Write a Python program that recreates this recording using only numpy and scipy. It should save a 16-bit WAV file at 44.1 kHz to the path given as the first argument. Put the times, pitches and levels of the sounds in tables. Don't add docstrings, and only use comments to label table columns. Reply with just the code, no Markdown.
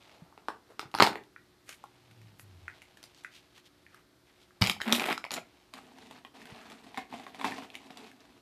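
import sys
import numpy as np
from scipy import signal
from scipy.fft import rfft, irfft, next_fast_len
from scipy.io import wavfile
from scipy.ndimage import map_coordinates

SR = 44100
rng = np.random.default_rng(int(sys.argv[2]) if len(sys.argv) > 2 else 0)


def master(y):
    cut = np.clip(np.atleast_2d(y).T, -1, 1)
    pcm = np.round(cut * 32767)
    wavfile.write(sys.argv[1], SR, pcm.astype(np.int16))


N = 371013
T = np.arange(SR // 3) / SR
NOW = np.arange(N) / SR

# (frequency [Hz], t60 [s])
ROOM_DECAY = [(100, 0.47), (400, 0.36), (1200, .26), (2200, 0.23), (4200, .2), (11000, 0.16)]
# (frequency [Hz], level [dB])
WALL_SPECTRUM = [(100, -3.5), (300, -3), (900, -4.5), (2000, 1), (4000, 0), (7000, 6), (12000, 5.5)]
# (frequency [Hz], level [dB])
AIR_SPECTRUM = [(20, -21.5), (55, -12), (118, -14), (200, -14.5), (360, -15), (480, -20.5), (700, -24),
                (1300, -23), (1900, -25.5), (2600, -30), (4200, -26.5), (7000, -35.5), (14000, -38)]
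# (frequency [Hz], level [dB])
FAN_LINES = [(118, -80.5), (293, -76), (361, -74), (647, -84)]
# (frequency [Hz], level [dB])
SKIN_SPECTRUM = [(240, -32.5), (400, -6.5), (457, -5.5), (867, -0.5), (1050, -6.5), (1910, -8.5),
                 (2150, -4.5), (3670, -6.5), (14000, -33)]
# (time [s], length [s], level [dB], change over the hold [dB])
FINGER_HOLDS = [(0.0, 0.3, -60.5, -12.5), (.35, 1.4, -76, -2.5), (1.765, 1.01, -68, 3),
                (2.738, 0.72, -65, -5), (3.496, 0.51, -74, 4), (4.247, 0.53, -71, -1),
                (5.42, 0.274, -69, -2.5)]
# (middle time [s], level [dB], length [s], centre [Hz])
FINGER_BRUSHES = [(0.19, -63.5, 0.21, 715), (0.41, -70, 0.19, 890), (0.71, -59, 0.049, 460),
                  (.72, -69, 0.06, 1180), (1.716, -49, 0.054, 2050), (1.72, -60.5, 0.081, 9000),
                  (2.41, -58.5, 0.041, 10950), (3.191, -61, 0.046, 3670), (3.361, -55, 0.069, 3020),
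                  (3.577, -58.5, 0.048, 3000), (3.584, -60.5, 0.021, 1100), (3.662, -60.5, 0.029, 3260),
                  (3.961, -63, 0.093, 1500), (4.29, -66, 0.047, 2176), (4.427, -64.5, 0.039, 3500),
                  (5.778, -52, 0.024, 1260), (6.123, -65, .03, 890), (6.64, -59, 0.23, 1260)]
# (time [s], level [dB], pitch [Hz], crack level [dB])
SMALL_TICKS = [(0.325, -50, 930, -17), (0.915, -49, 3200, -2), (1.237, -51.5, 2960, -5),
               (1.362, -37.5, 1520, -31), (1.692, -34.5, 2800, 18.5), (1.839, -36.5, 875, -12),
               (2.112, -48, 2180, -1), (2.216, -51, 2000, -3), (2.396, -40, 2033, -0.5),
               (2.6804, -28, 1570, -22), (2.819, -40.5, 2320, -4.5), (2.825, -48, 2230, -4),
               (2.972, -45, 1870, 1), (3.029, -43, 2590, 10.5), (3.039, -36.5, 3900, -2.5),
               (3.147, -47.5, 4860, -6.5), (3.2373, -48, 8000, 2), (3.247, -29.5, 1590, -17),
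               (3.656, -51.5, 3500, -20), (3.865, -44.5, 1910, -17), (3.945, -43.5, 1330, -4.5),
               (4.507, -52, 1320, -21), (7.702, -39, 2700, -15), (7.744, -40, 2070, -10),
               (7.753, -29, 2390, -9), (7.9728, -34.5, 3600, -4.5), (8.115, -46, 1770, -6),
               (8.205, -46.5, 4060, -9)]
# (frequency [Hz], level [dB])
SCRAPE_SPECTRUM = [(71, -41), (120, -8.5), (155, -9), (251, 1), (325, -4), (447, -2.5), (524, -10),
                   (862, -5), (1070, -8.5), (1360, -12.5), (1800, -10.5), (3840, -13), (5830, -22.5),
                   (14000, -34)]
# (time [s], length [s], level [dB], change over the slide [dB])
CRISP_SLIDES = [(5.724, 0.046, -53, -1.5), (5.817, .36, -60.5, 1.5), (6.332, 0.41, -57, 1),
                (6.76, .22, -62, 3), (7.081, .26, -57, 0.5), (7.38, 0.25, -45.5, -5.5),
                (7.679, 0.38, -59.5, 2), (8.057, 0.33, -61.5, -6)]
# (time [s], level [dB], brightness [dB/octave], spot pitch [Hz])
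TUBE_KNOCKS = [(5.785, -37.5, -4, 1260), (6.11, -36, 5, 860), (6.249, -34.5, -1, 3150),
               (6.417, -42, 5, 1800), (6.455, -40.5, 8, 1540), (6.7, -40.5, 6, 2260),
               (6.865, -37.5, -9.5, 706), (6.944, -35, 3, 860), (6.974, -24.5, 1, 2110),
               (6.979, -22, -1.5, 769), (7.126, -30, -5, 880), (7.139, -27, -2.5, 700),
               (7.197, -32, -3.5, 766), (7.266, -32, -1, 1096), (7.346, -35.5, 4.5, 750.0),
               (7.4128, -25, 1.5, 1013), (7.444, -15, -2.5, 924), (7.451, -21.5, -2, 1085),
               (7.462, -23.5, -4.5, 876), (7.473, -27.5, -5, 990), (7.482, -27.5, -0.5, 778),
               (7.521, -27, -0.5, 1790), (7.582, -28.5, -4.5, 724), (7.904, -37, -4, 740),
               (8.025, -41, -7, 423)]
# (frequency [Hz], level [dB], t60 [s])
TUBE_RESONANCES = [(253, -11, 0.077), (443, -37, 0.043), (794, -8, 0.04), (1073, -7, 0.046),
                   (2000, 1.5, 0.01), (2470, -5, 0.018), (3420, 0.5, 0.0063)]
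# (time [s], level [dB], pitch [Hz], t60 [s])
AIR_THUMPS = [(0.22, -38.5, 164, 0.062), (0.854, -39.5, 131.7, 0.051), (1.0202, -24, 120, 0.054),
              (1.021, -19, 205, 0.083), (4.615, -12.5, 107, 0.059), (4.62, -19.5, 191, 0.15),
              (6.523, -31, 161, 0.022)]
# (frequency [Hz], level [dB])
TEAR_SPECTRUM = [(88, -42.5), (160, -8), (280, -3), (430, -4.5), (510, -11), (720, -4.5), (1190, -10),
                 (1490, -12), (2400, -11), (3800, -14.5), (6070, -27.5), (13200, -25)]
# (time [s], length [s], level [dB], change [dB], treble [dB], air note [dB])
FOIL_PULLS = [(4.611, 0.1, -36.5, -9, 4.5, 0.5), (4.815, 0.045, -52, -1, 5, -21),
              (4.857, 0.077, -36, 2, -6.5, -2), (4.924, 0.051, -34, -5, 7.5, -1),
              (4.978, .1, -36, -1, -2, -19), (5.082, 0.0467, -36, 4.5, -7, -15),
              (5.313, .037, -41.5, -3, 1, -28), (5.36, 0.021, -41, 3, -12, -14)]
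# (time [s], level [dB], brightness [dB/octave], crease pitch [Hz])
FOIL_CREASES = [(4.617, -14.5, -2, 4930), (4.6215, -6, -2.5, 4500), (4.631, -24, -9, 4260),
                (4.64, -15.5, -2, 4700), (4.663, -16, -2, 3270.0), (4.6718, -13.5, 2.5, 2600),
                (4.6972, -9, 0, 3220), (4.7125, -25, 4, 5340), (4.716, -23, -3, 4640),
                (4.765, -34, -17, 820), (4.8028, -24.5, -5, 1500), (4.8105, -24, -3, 2010),
                (4.8158, -16.5, 0.5, 1850), (4.9245, -5, 3.5, 3530), (4.9485, -15.5, -2, 3000),
                (4.997, -17, 2, 2480), (5.0402, -18, -3.5, 2500), (5.0705, -24, -5, 2140),
                (5.093, -20.5, -10, 860), (5.127, -17, 0.5, 2120), (5.178, -20.5, -0.5, 1350),
                (5.2412, -21.5, -4.5, 2230), (5.25, -26.5, -0.5, 980), (5.265, -31, -13, 2270),
                (5.3075, -22, -4.5, 4350), (5.3165, -23, 12, 1800), (5.3392, -20.5, 11, 2380),
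                (5.344, -25, 18, 3680), (5.367, -26.5, -3, 2380), (5.382, -26.5, -10, 656),
                (5.7375, -29.5, 5, 1114)]
# (frequency [Hz], level [dB], t60 [s])
FOIL_RESONANCES = [(782, -12.5, 0.017), (1248, -12, 0.014), (1930, -15, 0.015), (2365, -3.5, 0.0098),
                   (3180, -9, 0.02), (3850, -3.5, 0.011), (5130, -3, 0.0066), (6850, -19, 0.017)]
# (time [s], level [dB], brightness [dB/octave], spot pitch [Hz])
LID_CLICKS_AND_RATTLE = [(0.377, -37.5, -1, 875), (0.4845, -17.5, -1.5, 1136), (0.794, -21.5, 3.5, 1274),
                         (0.813, -34, 1.5, 1343), (0.829, -33, -4.5, 840.0), (0.856, -43, -4, 1220.0),
                         (0.941, -21.5, 0.5, 1143), (0.9495, -16.5, 2.5, 862.6), (0.977, -29, 3.7, 1366),
                         (0.9865, -21, 3.5, 1450.0), (0.9998, -7, 0.1, 818), (1.004, -2, -1, 1220),
                         (1.0222, -3.5, 0.3, 866.5), (1.024, -2.5, 4, 860.0), (1.032, -15, -0.5, 2440.0),
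                         (1.042, -18, 2.5, 1060.0), (1.048, -16, 0.6, 855), (1.066, -19, 7, 826),
                         (1.072, -13.5, 1, 920.0), (1.13, -29, -2, 2300), (1.156, -24, -1, 1930.0)]
# (frequency [Hz], level [dB], t60 [s])
LID_RESONANCES = [(196, -20.5, 0.032), (324, -13.5, 0.039), (416, -11.5, 0.045), (833, -6, .015),
                  (881, -5.5, 0.021), (1370, -2, 0.0091), (2010, -0.5, 0.0047), (2660, -1, .005),
                  (3470, -10.5, 0.01), (4097, -2, 0.005), (5060, -8, 0.0052)]


def amp(db):
    return 10 ** (np.asarray(db) / 20)


def unit(x):
    return x / np.sqrt(np.mean(x ** 2) + 1e-20)


def along(points, hz):
    knots_hz, values = np.transpose(points)
    return np.interp(np.log(hz + 1), np.log(knots_hz + 1), values)


def wobble(rate):
    return map_coordinates(rng.standard_normal(int(N * rate / SR) + 4), [NOW * rate])


def filtered(x, response):
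    size = next_fast_len(len(x) + SR // 2)
    return irfft(rfft(x, size) * response(np.fft.rfftfreq(size, 1 / SR)), size)[:len(x)]


def low_cut(x, hz):
    return signal.sosfilt(signal.butter(2, hz, "highpass", fs=SR, output="sos"), x)


def high_cut(x, hz):
    return signal.sosfilt(signal.butter(1, hz, fs=SR, output="sos"), x)


def coloured(x, spectrum):
    return unit(filtered(x, lambda hz: amp(along(spectrum, hz))))


def add(track, s, x):
    part = track[round(s * SR):][:len(x)]
    part += x[:len(part)]


def grains(rate, spread_db):
    impulses = (rng.random(N) < rate / SR) * rng.choice([-1, 1], N)
    return unit(impulses * amp(spread_db * np.clip(rng.standard_normal(N), -2, 2)))


def resonance(hz, width_hz):
    phase = 2 * np.pi * np.cumsum(hz) / SR
    return unit(wobble(width_hz) * np.sin(phase) + wobble(width_hz) * np.cos(phase))


def crackle(start, end, rate, spread_db, cycles, spectrum):
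    length = end - start
    when, pitch, chance = rng.random((int(rate * length), 3)).T[:, :, None]
    hz = 500 * 28 ** pitch
    samples = np.arange(SR // 150)
    size = amp(spread_db * np.minimum(-np.log(chance), 3)) * hz
    turns = hz * samples / SR
    waves = size * np.sin(2 * np.pi * turns) * amp(-60 * turns / cycles)
    where = ((start + when * length) * SR).astype(int) + samples
    track = np.bincount(where.ravel(), waves.ravel(), N)[:N]
    return coloured(track, spectrum) * np.sqrt(length * SR / N)


def stroke(start, length, db, change_db, attack_s, release_t60):
    age = NOW - start
    onset = np.clip(age / attack_s, 0, 1)
    held_db = db + change_db * np.clip(age / length, 0, 1)
    return onset * amp(held_db - 60 * np.maximum(age - length, 0) / release_t60)


def in_room(x, wet_db, ceiling_s=0.0185, ceiling_db=-8):
    hz, t, noise = signal.stft(rng.standard_normal(SR // 2), SR, nperseg=256)
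    tail = signal.istft(noise * amp(-60 * t / along(ROOM_DECAY, hz)[:, None]), SR, nperseg=256)[1]
    tail *= 1 - np.exp(-np.arange(len(tail)) / SR / 0.003)
    tail = filtered(tail / np.linalg.norm(tail), lambda f: amp(along(WALL_SPECTRUM, f)))
    tail[round(ceiling_s * SR)] += amp(ceiling_db)
    response = amp(wet_db) * tail
    response[0] += 1
    return signal.fftconvolve(x, response)


def strikes(rows, modes, spot_db, spot_cycles, crack_db, crack_t60, wet_db, gain_db):
    track = np.zeros(N)
    hz, level, t60 = np.transpose(modes)[:, :, None]
    onset = 1 - np.exp(-(T / 0.00036) ** 2)
    for s, db, bright, spot_hz in rows:
        size, detune, phase = rng.standard_normal((3, len(modes), 1))
        gains = amp(level + 2 * size + bright * np.log2(hz / 1500) - 60 * T / t60)
        waves = np.sin(2 * np.pi * hz * (1 + 0.054 * detune) * T + np.pi * phase)
        ring = np.sum(gains * waves, axis=0)
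        spot = amp(spot_db - 60 * T * spot_hz / spot_cycles) * np.sin(2 * np.pi * spot_hz * T)
        crack = amp(crack_db + 2 * bright - 60 * T / crack_t60) * rng.standard_normal(len(T))
        crack = high_cut(crack, hz=7500)
        blow = low_cut((ring + spot + crack) * onset, hz=80)
        add(track, s, in_room(amp(db + gain_db) * blow / np.linalg.norm(blow), wet_db))
    return track


def room_tone(level_db=-66):
    return amp(level_db) * coloured(rng.standard_normal(N), AIR_SPECTRUM)


def fan():
    return np.sqrt(2) * sum(amp(db + 1.3 * wobble(20)) * np.sin(2 * np.pi * hz * NOW + 0.6 * wobble(8.1))
                            for hz, db in FAN_LINES)


def rumble(peak_s=2.42, half_width_s=0.31, gain_db=-57, peak_hz=100, sag_octaves_per_s=0.72):
    age = NOW - peak_s
    hz = peak_hz * 2 ** (-sag_octaves_per_s * age)
    swell = amp(gain_db) / (1 + np.abs(age / half_width_s) ** 5)
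    tone = unit(np.sin(2 * np.pi * np.cumsum(hz) / SR) + 0.7 * resonance(hz, width_hz=25))
    spectrum = [(25, -20.5), (55, -3), (70, -13), (120, 0.5), (190, -1.5), (300, -13.5), (600, -36)]
    rough = coloured(rng.standard_normal(N), spectrum)
    return swell * (tone + amp(-9) * rough)


def fingers(hold_db=-1):
    pressure = sum(stroke(*hold, attack_s=0.011, release_t60=0.2) for hold in FINGER_HOLDS)
    pressure *= amp(hold_db + 2.3 * wobble(10))
    track = pressure * coloured(grains(rate=2200, spread_db=6), SKIN_SPECTRUM)
    slips = grains(rate=6300, spread_db=9)
    for s, db, length, centre_hz in FINGER_BRUSHES:
        piece = slips[int(s * SR):][:len(T)]
        band = filtered(piece, lambda hz: 1 / (1 + np.log2((hz + 1) / centre_hz) ** 2 / 0.44))
        swell = np.exp(-3.04 * ((T - T.mean()) / length) ** 2)
        add(track, s - T.mean(), amp(db) * unit(band) * swell)
    return track


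def ticks(cycles=22.4, gain_db=1.5):
    track = np.zeros(N)
    for s, db, hz, crack_db in SMALL_TICKS:
        modes = sum(gain * np.sin(2 * np.pi * ratio * hz * T)
                    for ratio, gain in [(0.94, 1), (1.25, -0.66), (1.59, 0.29)])
        ring = low_cut(modes * np.minimum(T * hz, 1) * amp(-60 * T * hz / cycles), hz / 2)
        crack = high_cut(rng.standard_normal(len(T)), hz=4500) * amp(-60 * T / 0.016)
        tick = (ring + amp(crack_db + 2.5) * low_cut(crack, hz=160)) / np.hypot(1, amp(crack_db))
        add(track, s, in_room(amp(db + gain_db) * tick, wet_db=-8.5))
    return track


def air_note(unseal_s=4.62, time_constant_s=0.22, sealed_hz=177.8, open_hz=244.8):
    return open_hz + (sealed_hz - open_hz) * np.exp(-np.maximum(NOW - unseal_s, 0) / time_constant_s)


def crisp_scrape(tube_hz, shake_db=-20, note_db=-5, overtone_db=-8, slips_db=-4, gain_db=-0.5):
    slide_power = sum(stroke(*slide, attack_s=0.019, release_t60=0.27) ** 2 for slide in CRISP_SLIDES)
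    shake_power = sum(stroke(s, 0.0046, db + shake_db, 0, attack_s=0.0028, release_t60=0.14) ** 2
                      for s, db, _, _ in TUBE_KNOCKS)
    scrape = crackle(5.68, 8.4, rate=1300, spread_db=2, cycles=8.2, spectrum=SCRAPE_SPECTRUM)
    scrape += amp(slips_db) * coloured(grains(rate=900, spread_db=3.5), SCRAPE_SPECTRUM)
    scrape *= amp(3.2 * wobble(70) - 1)
    scrape += amp(overtone_db) * resonance(3 * tube_hz, width_hz=220)
    hollow = amp(note_db) * resonance(tube_hz, width_hz=65)
    shifting = np.sqrt(slide_power + shake_power) * scrape + np.sqrt(slide_power) * hollow
    return in_room(amp(gain_db) * shifting, wet_db=-8.5)[:N]


def tube_knocks():
    return strikes(TUBE_KNOCKS, TUBE_RESONANCES, spot_db=3, spot_cycles=39,
                   crack_db=-9.5, crack_t60=0.015, wet_db=-7.5, gain_db=14.5)


def air_thumps():
    track = np.zeros(N)
    onset = 1 - np.exp(-T / 0.0015)
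    for s, db, hz, t60 in AIR_THUMPS:
        boom = -np.sin(2 * np.pi * hz * T) * amp(db - 60 * T / t60) * onset
        add(track, s, in_room(boom, wet_db=-14))
    return track


def foil_peel(tube_hz, slips_db=-5, crinkle_db=-2, gain_db=-0.7):
    snaps = crackle(4.6, 5.45, rate=1200, spread_db=4, cycles=3.9, spectrum=TEAR_SPECTRUM)
    snaps += amp(slips_db) * coloured(grains(rate=1500, spread_db=0.5), TEAR_SPECTRUM)
    snaps *= amp(2.5 * wobble(110) - 1)
    crinkle = coloured(grains(rate=130, spread_db=2.5), TEAR_SPECTRUM)
    snaps += amp(crinkle_db) * low_cut(crinkle, hz=700)
    body = filtered(snaps, lambda hz: 1 / (1 + (hz / 3600) ** 4))
    note = resonance(tube_hz, width_hz=50)
    tear = np.zeros(N)
    for s, length, db, change_db, treble_db, note_db in FOIL_PULLS:
        pull = stroke(s, length, db, change_db, attack_s=0.0037, release_t60=0.039)
        tear += pull * (body + amp(treble_db) * (snaps - body) + amp(note_db) * note)
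    return in_room(amp(gain_db) * tear, wet_db=-10)[:N]


def foil_snaps():
    return strikes(FOIL_CREASES, FOIL_RESONANCES, spot_db=5.5, spot_cycles=17.4,
                   crack_db=-4.5, crack_t60=0.01, wet_db=-10, gain_db=11)


def lid_opening():
    return strikes(LID_CLICKS_AND_RATTLE, LID_RESONANCES, spot_db=2, spot_cycles=16,
                   crack_db=-9, crack_t60=0.0069, wet_db=-6.5, gain_db=13.5)


def scene():
    tube_hz = air_note()
    impacts = lid_opening() + foil_snaps() + tube_knocks() + ticks() + air_thumps()
    handling = foil_peel(tube_hz) + crisp_scrape(tube_hz) + fingers()
    background = room_tone() + fan() + rumble()
    return (impacts + handling + background)[None]


def record(dry):
    top_hz = 14050
    return filtered(low_cut(dry[0], hz=50), lambda hz: 1 / np.sqrt(1 + (hz / top_hz) ** 140))[None]


dry = scene()
out = record(dry)
master(out)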